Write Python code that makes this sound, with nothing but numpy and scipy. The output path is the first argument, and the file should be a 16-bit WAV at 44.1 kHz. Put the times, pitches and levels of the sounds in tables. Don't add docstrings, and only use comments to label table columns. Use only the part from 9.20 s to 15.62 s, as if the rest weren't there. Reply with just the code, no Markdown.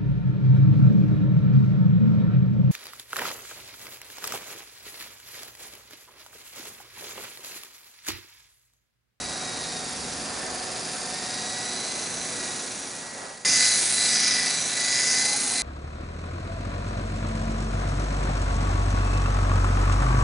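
import sys
import numpy as np
from scipy import signal
from scipy.fft import rfft, irfft, next_fast_len
from scipy.io import wavfile

SR = 44100
rng = np.random.default_rng(int(sys.argv[2]) if len(sys.argv) > 2 else 0)


def file_out(sig):
    cols = np.atleast_2d(sig).T
    lim = np.clip(cols, -1, 1)
    pcm = np.round(lim * 32767).astype(np.int16)
    wavfile.write(sys.argv[1], SR, pcm)


N = 283122
TIME = np.arange(N) / SR
CLOSE_S = 4.249
FADE_FROM_S, FADE_END_DB = 3.285, -14
CRAFT_SINKS = 1.1
CUTOFF_HZ = 10450

# frequency in Hz, relative level in dB per Hz.
RUMBLE_COLOUR = [(20, -55), (30, -25), (40, -13), (62, -25.5), (110, -3), (170, -1), (270, 2.5), (340, -3),
                 (500, -15.5)]
# frequency in Hz, relative level in dB per Hz.
MURMUR_COLOUR = [(200, -25), (310, -9), (400, -2.5), (720, -1.5), (880, -4), (1200, -5.5), (1700, -7.5),
                 (3000, -19), (9000, -24)]
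# time in seconds, level in dB.
MURMUR_SWELL = [(0.0, -38), (0.9, -39.5), (1.2, -36.5), (1.7, -38.5), (2.3, -39.5), (2.8, -38),
                (3.5, -40.2), (3.9, -36.5), (4.04, -29.5), (4.3, -39), (5.3, -39.5), (6.1, -38.5),
                (6.42, -40)]
# time in seconds, level in dB.
DEEP_SWELL = [(0.0, -48.5), (0.3, -62), (1.0, -52), (1.5, -61.5), (3.4, -64.0), (4.4, -63.0), (6.42, -63)]
# frequency in Hz, relative level in dB per Hz.
DEEP_RUMBLE_COLOUR = [(20, -35), (30, -16), (42, -5), (75, 12), (120, -21), (300, -49)]
# frequency in Hz, likeness (1 = the same on both sides).
STEREO_LIKENESS = [(40, 0.99), (130, 0.81), (300, 0.79), (650, 0.67), (1500, 0.36), (9000, 0.45)]
# frequency in Hz, level in dB over HUM_DB.
HUM_TONES = [(81.4, -30.5), (108.6, -17.5), (123, -18), (163, -11), (190.3, -17), (217.3, -11),
             (243.6, -10.5), (271.6, -9.5)]
# frequency in Hz, dB over the pair's swell.
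DRONE_PAIRS = [
    [(368, -2.5), (490, -5.5)],
    [(746, -2), (719.4, -6.5)],
]
# time in seconds, level in dB.
DRONE_LOW_SWELL = [(0, -62), (1.3, -48), (2, -55), (3.2, -47), (4.5, -59), (6.42, -58.5)]
# time in seconds, level in dB.
DRONE_HIGH_SWELL = [(0, -48), (2.4, -43.5), (3.1, -60), (4.3, -49.5), (6.42, -49)]
# time in seconds, frequency in Hz, level in dB.
PASSING_TONE = [(5.85, 780, -70.5), (5.97, 795, -47), (6.06, 812, -47.5), (6.15, 830, -40.5),
                (6.2, 832, -57), (6.28, 826, -45), (6.38, 815, -69.5)]
RUMBLE_DB, HUM_DB = -41.5, -43.5

# time in seconds, tooth contacts per second.
GEAR_SPEED_FAR = [(0.0, 1950.0), (0.3, 1914.0), (0.6, 1868.0), (1.35, 1763.0), (1.78, 1767.0),
                  (2.14, 1901.0), (2.5, 1963.0), (2.73, 2033.0), (3.03, 2013.0), (3.24, 1918.0),
                  (3.45, 1929.0), (4.24, 1930.0)]
# time in seconds, tooth contacts per second.
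GEAR_SPEED_NEAR = [(4.25, 2026.0), (4.45, 2010.0), (5.1, 1986.0), (5.7, 1983.0), (6.12, 2037.0),
                   (6.42, 2037.0)]
# time in seconds, distance in metres.
METRES_FAR = [(0.0, 7.9), (1.3, 7.56), (2.3, 6.34), (3.2, 5.17)]
# time in seconds, distance in metres.
METRES_NEAR = [(4.25, 2.24), (4.45, 1.95), (5.05, 2.62), (5.45, 3), (5.9, 2.65), (6.42, 3.36)]
# time in seconds, heading in degrees (0 = nose on, 90 = left side on).
NOSE_SWING = [(0.0, -33.5), (0.45, -31.5), (0.85, -27), (1.7, -34), (2.25, -32.5), (2.7, -24), (3.0, 0.5),
              (3.25, 21.0), (3.6, 8.0), (4.24, 24.5)]
# time in seconds, delay in seconds.
BOUNCE_DELAY = [(0, .0042), (1.2, .0045), (2.5, .004), (3.3, .0042), (4.6, .004), (5.5, .0043),
                (6.42, .0045)]
REFERENCE_M = 1.753
SPIN_DEG_PER_S, NOSE_ON_S = 226, 5.47
TEETH, PINION_TEETH = 75, 8

# times per rotor turn, depth in dB.
LOAD_THROB = [(1, 1.45), (2, -0.3), (3, 0.3), (4, 1.1), (5, 1.1), (6, 0.8), (7, 1.2)]
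# frequency in Hz, width in Hz, relative level in dB.
CANOPY_MODES = [(1605, 800, -3.5), (1883, 400, -9), (2385, 370, -2), (2698, 160, -4.5), (3150, 4700, -8.5),
                (3750, 1400, -4.5), (4385, 1540, -8.5)]
# frequency in Hz, width in Hz, relative level in dB.
FRAME_MODES = [(4782, 410, 1), (5084, 680, -1.5)]
# frequency in Hz, width in Hz, relative level in dB.
WHEEL_MODES = [(5770, 1300, 1), (6646, 980, 6), (7134, 690, 1.5)]
# frequency in Hz, width in Hz, relative level in dB.
SIZZLE_MODES = [(8260, 920, -1.6), (9260, 1450, -1.8), (10730, 1700, 2.4)]
# canopy level in dB, frame level in dB, gear wheel level in dB, tooth sizzle level in dB.
RATTLE_FACES = [(-31, -37, -30.5, -26.5), (-30, -24, -24.5, -24.5), (-32, -33, -28, -21.5),
                (-27.5, -23.5, -31.5, -24.5)]
# end-on frequency in Hz, side-on frequency in Hz, half width in Hz, dB over the frame's level.
BODY_RIDGES = [(4266, 5200, 340, -5.5), (5805, 6650, 220, -9.5)]
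# multiple of the tooth rate, relative level in dB.
MOTOR_TONE_ROWS = [(.75, -8), (.875, -12), (1.0947, -10), (1.1893, -11)]
# frequency in Hz, width in Hz, relative level in dB.
GEARBOX_MODES = [(1930, 320, -6), (4110, 400, -3), (6005, 1100, 2.5), (7440, 1100, -2.5)]
# heading in degrees, then first, second, third and fourth harmonic level in dB.
WHINE_LOBES = [(-180.0, -43.5, -41.5, -43, -61), (-150.0, -35.0, -29, -42, -32),
               (-120.0, -34, -34, -30.0, -29.5), (-89.5, -31.5, -32.0, -30, -56),
               (-60.0, -28.5, -41.5, -35.0, -48), (-34.5, -34.5, -31, -34.5, -34),
               (0.0, -45.5, -35, -33.5, -38), (27.5, -31, -35, -41, -38), (66, -29, -33, -54, -64),
               (100, -32.5, -46, -30, -63), (119, -30.0, -32, -34, -31), (149, -35, -32.5, -37, -46)]
# time in seconds, change of the first harmonic in dB, change of the second in dB.
WHINE_FAR_SWELL = [(0, -0.5, -0.5), (.45, 1.5, 4), (.85, -7, -7.5), (1.27, 7, -5), (1.55, -7.5, -10),
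                   (1.95, 3.5, -5), (2.15, 0.5, 1), (2.42, 5, -0.5), (2.6, -2, 2.5), (2.98, 2, -5.5),
                   (3.25, 1.5, -1), (3.55, -7, -6), (3.88, 6, -7), (4.24, 0, -5)]
HOVER_MESH_HZ, WHINE_DB_PER_OCTAVE = 2000, 28
CLEAN_WHINE_DB = 0.9


def from_db(db):
    return 10 ** (np.asarray(db) / 20)


def rms_one(x):
    return x / np.sqrt(np.mean(x ** 2) + 1e-20)


def in_time(rows):
    seconds, *columns = np.transpose(rows)
    return np.array([np.interp(TIME, seconds, column) for column in columns])


def at_hz(points, hz):
    table_hz, value = np.transpose(points)
    return np.interp(np.log(hz + 1e-3), np.log(table_hz), value)


def drift(rate):
    r = np.exp(-20 * np.pi * rate / SR)
    noise = rng.standard_normal(N // 10 + 8002)
    slow = signal.lfilter([1], [1, -2 * r, r * r], noise)[8000:]
    return np.interp(np.arange(N) / 10, np.arange(len(slow)), rms_one(slow))


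def sine(cycles):
    return np.sqrt(2) * np.sin(2 * np.pi * (cycles + rng.random()))


def resonate(x, hz, width):
    r = np.exp(-np.pi * width / SR)
    gain = (1 - r * r) / 2
    section = [gain, 0, -gain, 1, -2 * r * np.cos(2 * np.pi * hz / SR), r * r]
    return signal.sosfilt([section, section], x)


def fade():
    sinking = np.interp(TIME, [FADE_FROM_S, CLOSE_S], [1, from_db(FADE_END_DB)])
    return np.where(TIME < CLOSE_S, sinking, 1)


def wide_noise(spectrum):
    size = next_fast_len(N)
    hz = np.fft.rfftfreq(size, 1 / SR)
    mid, side = rfft(rng.standard_normal((2, size))) * from_db(at_hz(spectrum, hz))
    alike = np.clip(at_hz(STEREO_LIKENESS, hz), -1, 1)
    both = np.sqrt(1 + alike) * mid + np.sqrt(1 - alike) * side * [[1], [-1]]
    return rms_one(irfft(both, size)[:, :N])


def traffic(swell_db):
    murmur_db = in_time(MURMUR_SWELL)[0]
    rumble = from_db(RUMBLE_DB + swell_db) * wide_noise(RUMBLE_COLOUR)
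    murmur = from_db(murmur_db) * wide_noise(MURMUR_COLOUR)
    deep = from_db(in_time(DEEP_SWELL)[0]) * wide_noise(DEEP_RUMBLE_COLOUR)
    return rumble + murmur + deep


def distant_machine(swell_db):
    lines = [(hz, HUM_DB + swell_db + db + 2.0 * drift(2.1)) for hz, db in HUM_TONES]
    for curve, pair in zip((DRONE_LOW_SWELL, DRONE_HIGH_SWELL), DRONE_PAIRS):
        lines += [(hz, in_time(curve)[0] + db) for hz, db in pair]
    hum = 0
    for hz, db in lines:
        cycles = np.cumsum(hz * (1 + 0.0013 * drift(2.2))) / SR
        hum = hum + from_db(db + 1.8 * drift(20)) * sine(cycles)
    return hum


def passing_tone():
    tone_hz, tone_db = in_time(PASSING_TONE)
    cycles = np.cumsum(tone_hz * (1 + 0.012 * drift(30))) / SR
    return from_db(tone_db + 2 * drift(25)) * sine(cycles)


def town():
    swell_db = 0.5 * drift(0.67)
    return traffic(swell_db) + distant_machine(swell_db) + passing_tone()


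def courtyard(x, echo_db, t60, dull_hz):
    t = TIME[:SR // 2]
    scatter = rng.standard_normal((2, len(t))) * from_db(-60 * t / t60) * (t > 0.008)
    scatter = scatter / np.sqrt(np.sum(scatter ** 2) / 2)
    dulling = signal.butter(1, min(dull_hz, SR / 3), fs=SR, output="sos")
    scatter = signal.sosfilt(dulling, scatter)
    return x + from_db(echo_db) * signal.fftconvolve(x[None], scatter, axes=1)[:, :N]


def ground(x, bounce_db):
    late = np.interp(TIME - in_time(BOUNCE_DELAY)[0], TIME, x, left=0)
    return x + from_db(bounce_db) * late


def flight():
    close = TIME >= CLOSE_S
    mesh_hz = np.where(close, in_time(GEAR_SPEED_NEAR), in_time(GEAR_SPEED_FAR))[0]
    heading = np.where(close, SPIN_DEG_PER_S * (TIME - NOSE_ON_S), in_time(NOSE_SWING)[0])
    metres = np.where(close, in_time(METRES_NEAR), in_time(METRES_FAR))[0]
    return mesh_hz, heading, 20 * np.log10(REFERENCE_M / metres)


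def rattle_towards(heading):
    ahead, aside = np.cos(np.radians(heading)), np.sin(np.radians(heading))
    shares = np.maximum([ahead, aside, -ahead, -aside], 0) ** 2
    return 10 * np.log10(from_db(RATTLE_FACES).T ** 2 @ shares)


def whine_towards(heading, mesh_hz):
    angles, *lobes = np.transpose(WHINE_LOBES)
    beam_db = np.array([np.interp(heading, angles, lobe, period=360) for lobe in lobes])
    return beam_db + WHINE_DB_PER_OCTAVE * np.log2(mesh_hz / HOVER_MESH_HZ)


def tooth_scrape(teeth, worn_share):
    surface = signal.resample(rng.standard_normal(TEETH * 16), TEETH * 128)
    position = (teeth * 128).astype(int) % len(surface)
    again = rms_one(surface[position])
    share = np.clip(worn_share, 0, 1)
    return np.sqrt(share) * again + np.sqrt(1 - share) * rng.standard_normal(N)


def tooth_force(teeth, bite_db, flutter_db, chatter_db):
    turns = teeth / TEETH
    throb = sum(depth * np.sin(2 * np.pi * (round(times) * turns + rng.random()))
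                for times, depth in LOAD_THROB)
    load_db = throb + bite_db * np.cos(2 * np.pi * teeth)
    load_db += flutter_db * drift(170) + chatter_db * drift(1300)
    return rms_one(from_db(np.minimum(load_db, 4.5)))


def part(modes, teeth, force):
    ringing = 0
    for hz, width, db in modes:
        scrape = force * tooth_scrape(teeth, worn_share=0.2)
        ringing = ringing + from_db(db) * resonate(scrape, hz, width)
    return rms_one(ringing)


def ridges(heading, force):
    side_on = np.sin(np.radians(heading)) ** 2
    out = 0
    for end_hz, side_hz, width, db in BODY_RIDGES:
        angle = 2 * np.pi * np.cumsum(end_hz + (side_hz - end_hz) * side_on) / SR
        band = drift(width) * np.cos(angle) + drift(width) * np.sin(angle)
        out = out + from_db(db) * rms_one(force ** 0.7 * band)
    return out


def body_rattle(teeth, force, heading, levels_db):
    canopy_db, frame_db, wheel_db, sizzle_db = levels_db
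    rattle = from_db(canopy_db) * part(CANOPY_MODES, teeth, force)
    frame = 0.84 * part(FRAME_MODES, teeth, force ** 0.63)
    rattle += from_db(frame_db) * (frame + ridges(heading, force))
    rattle += from_db(wheel_db) * part(WHEEL_MODES, teeth, force ** 0.28)
    rattle += from_db(sizzle_db) * part(SIZZLE_MODES, teeth, force ** 1.35)
    return rattle


def motor(teeth, canopy_db):
    tones = sum(from_db(canopy_db + db + 0.99 * drift(2.0)) * sine(multiple * teeth)
                for multiple, db in MOTOR_TONE_ROWS)
    return from_db(np.where(TIME >= CLOSE_S, -5.5, -8)) * tones


def gearbox(teeth, force, whine_db):
    return sum(from_db(level_db + db) * part([(hz, width, 0)], teeth, force)
               for level_db, (hz, width, db) in zip(whine_db, GEARBOX_MODES))


def whine(teeth, force, whine_db, wobble, jitter):
    turn = teeth / PINION_TEETH
    contact = teeth + wobble * (sine(turn) + 0.13 * sine(2 * turn)) + jitter * drift(170)
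    tones = sum(from_db(db + 0.35 * (k + 1.5) * drift(20)) * sine((k + 1) * contact)
                for k, db in enumerate(whine_db))
    return from_db(CLEAN_WHINE_DB) * np.sqrt(force) * tones


def helicopter():
    mesh_hz, heading, distance_db = flight()
    teeth = np.cumsum(mesh_hz * (1 + 0.0005 * drift(18.7))) / SR
    rattle_db = rattle_towards(heading) + distance_db
    whine_db = whine_towards(heading, mesh_hz) + distance_db
    whine_db[:2] += np.where(TIME < CLOSE_S, in_time(WHINE_FAR_SWELL), 0)
    force = tooth_force(teeth, bite_db=1.5, flutter_db=0.74, chatter_db=2.8)
    rattle = body_rattle(teeth, force, heading, rattle_db)
    rough = ground(rattle, bounce_db=-14.5) + gearbox(teeth, force, whine_db) + motor(teeth, rattle_db[0])
    return rough, whine(teeth, force, whine_db, wobble=0.012, jitter=0.016)


def scene():
    rough, clean = helicopter()
    craft = courtyard(rough, echo_db=-7.0, t60=0.24, dull_hz=4500)
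    craft += courtyard(clean, echo_db=-15, t60=0.35, dull_hz=4500)
    lean_db = np.where(TIME < CLOSE_S, 0.45, 0.2)
    craft = fade() ** CRAFT_SINKS * craft * from_db(lean_db * [[-1], [1]])
    return craft + fade() * town() * from_db([[-0.6], [0.6]])


def record(dry):
    return signal.sosfilt(signal.ellip(14, 0.1, 85, CUTOFF_HZ, fs=SR, output="sos"), dry)


dry = scene()
out = record(dry)
file_out(out)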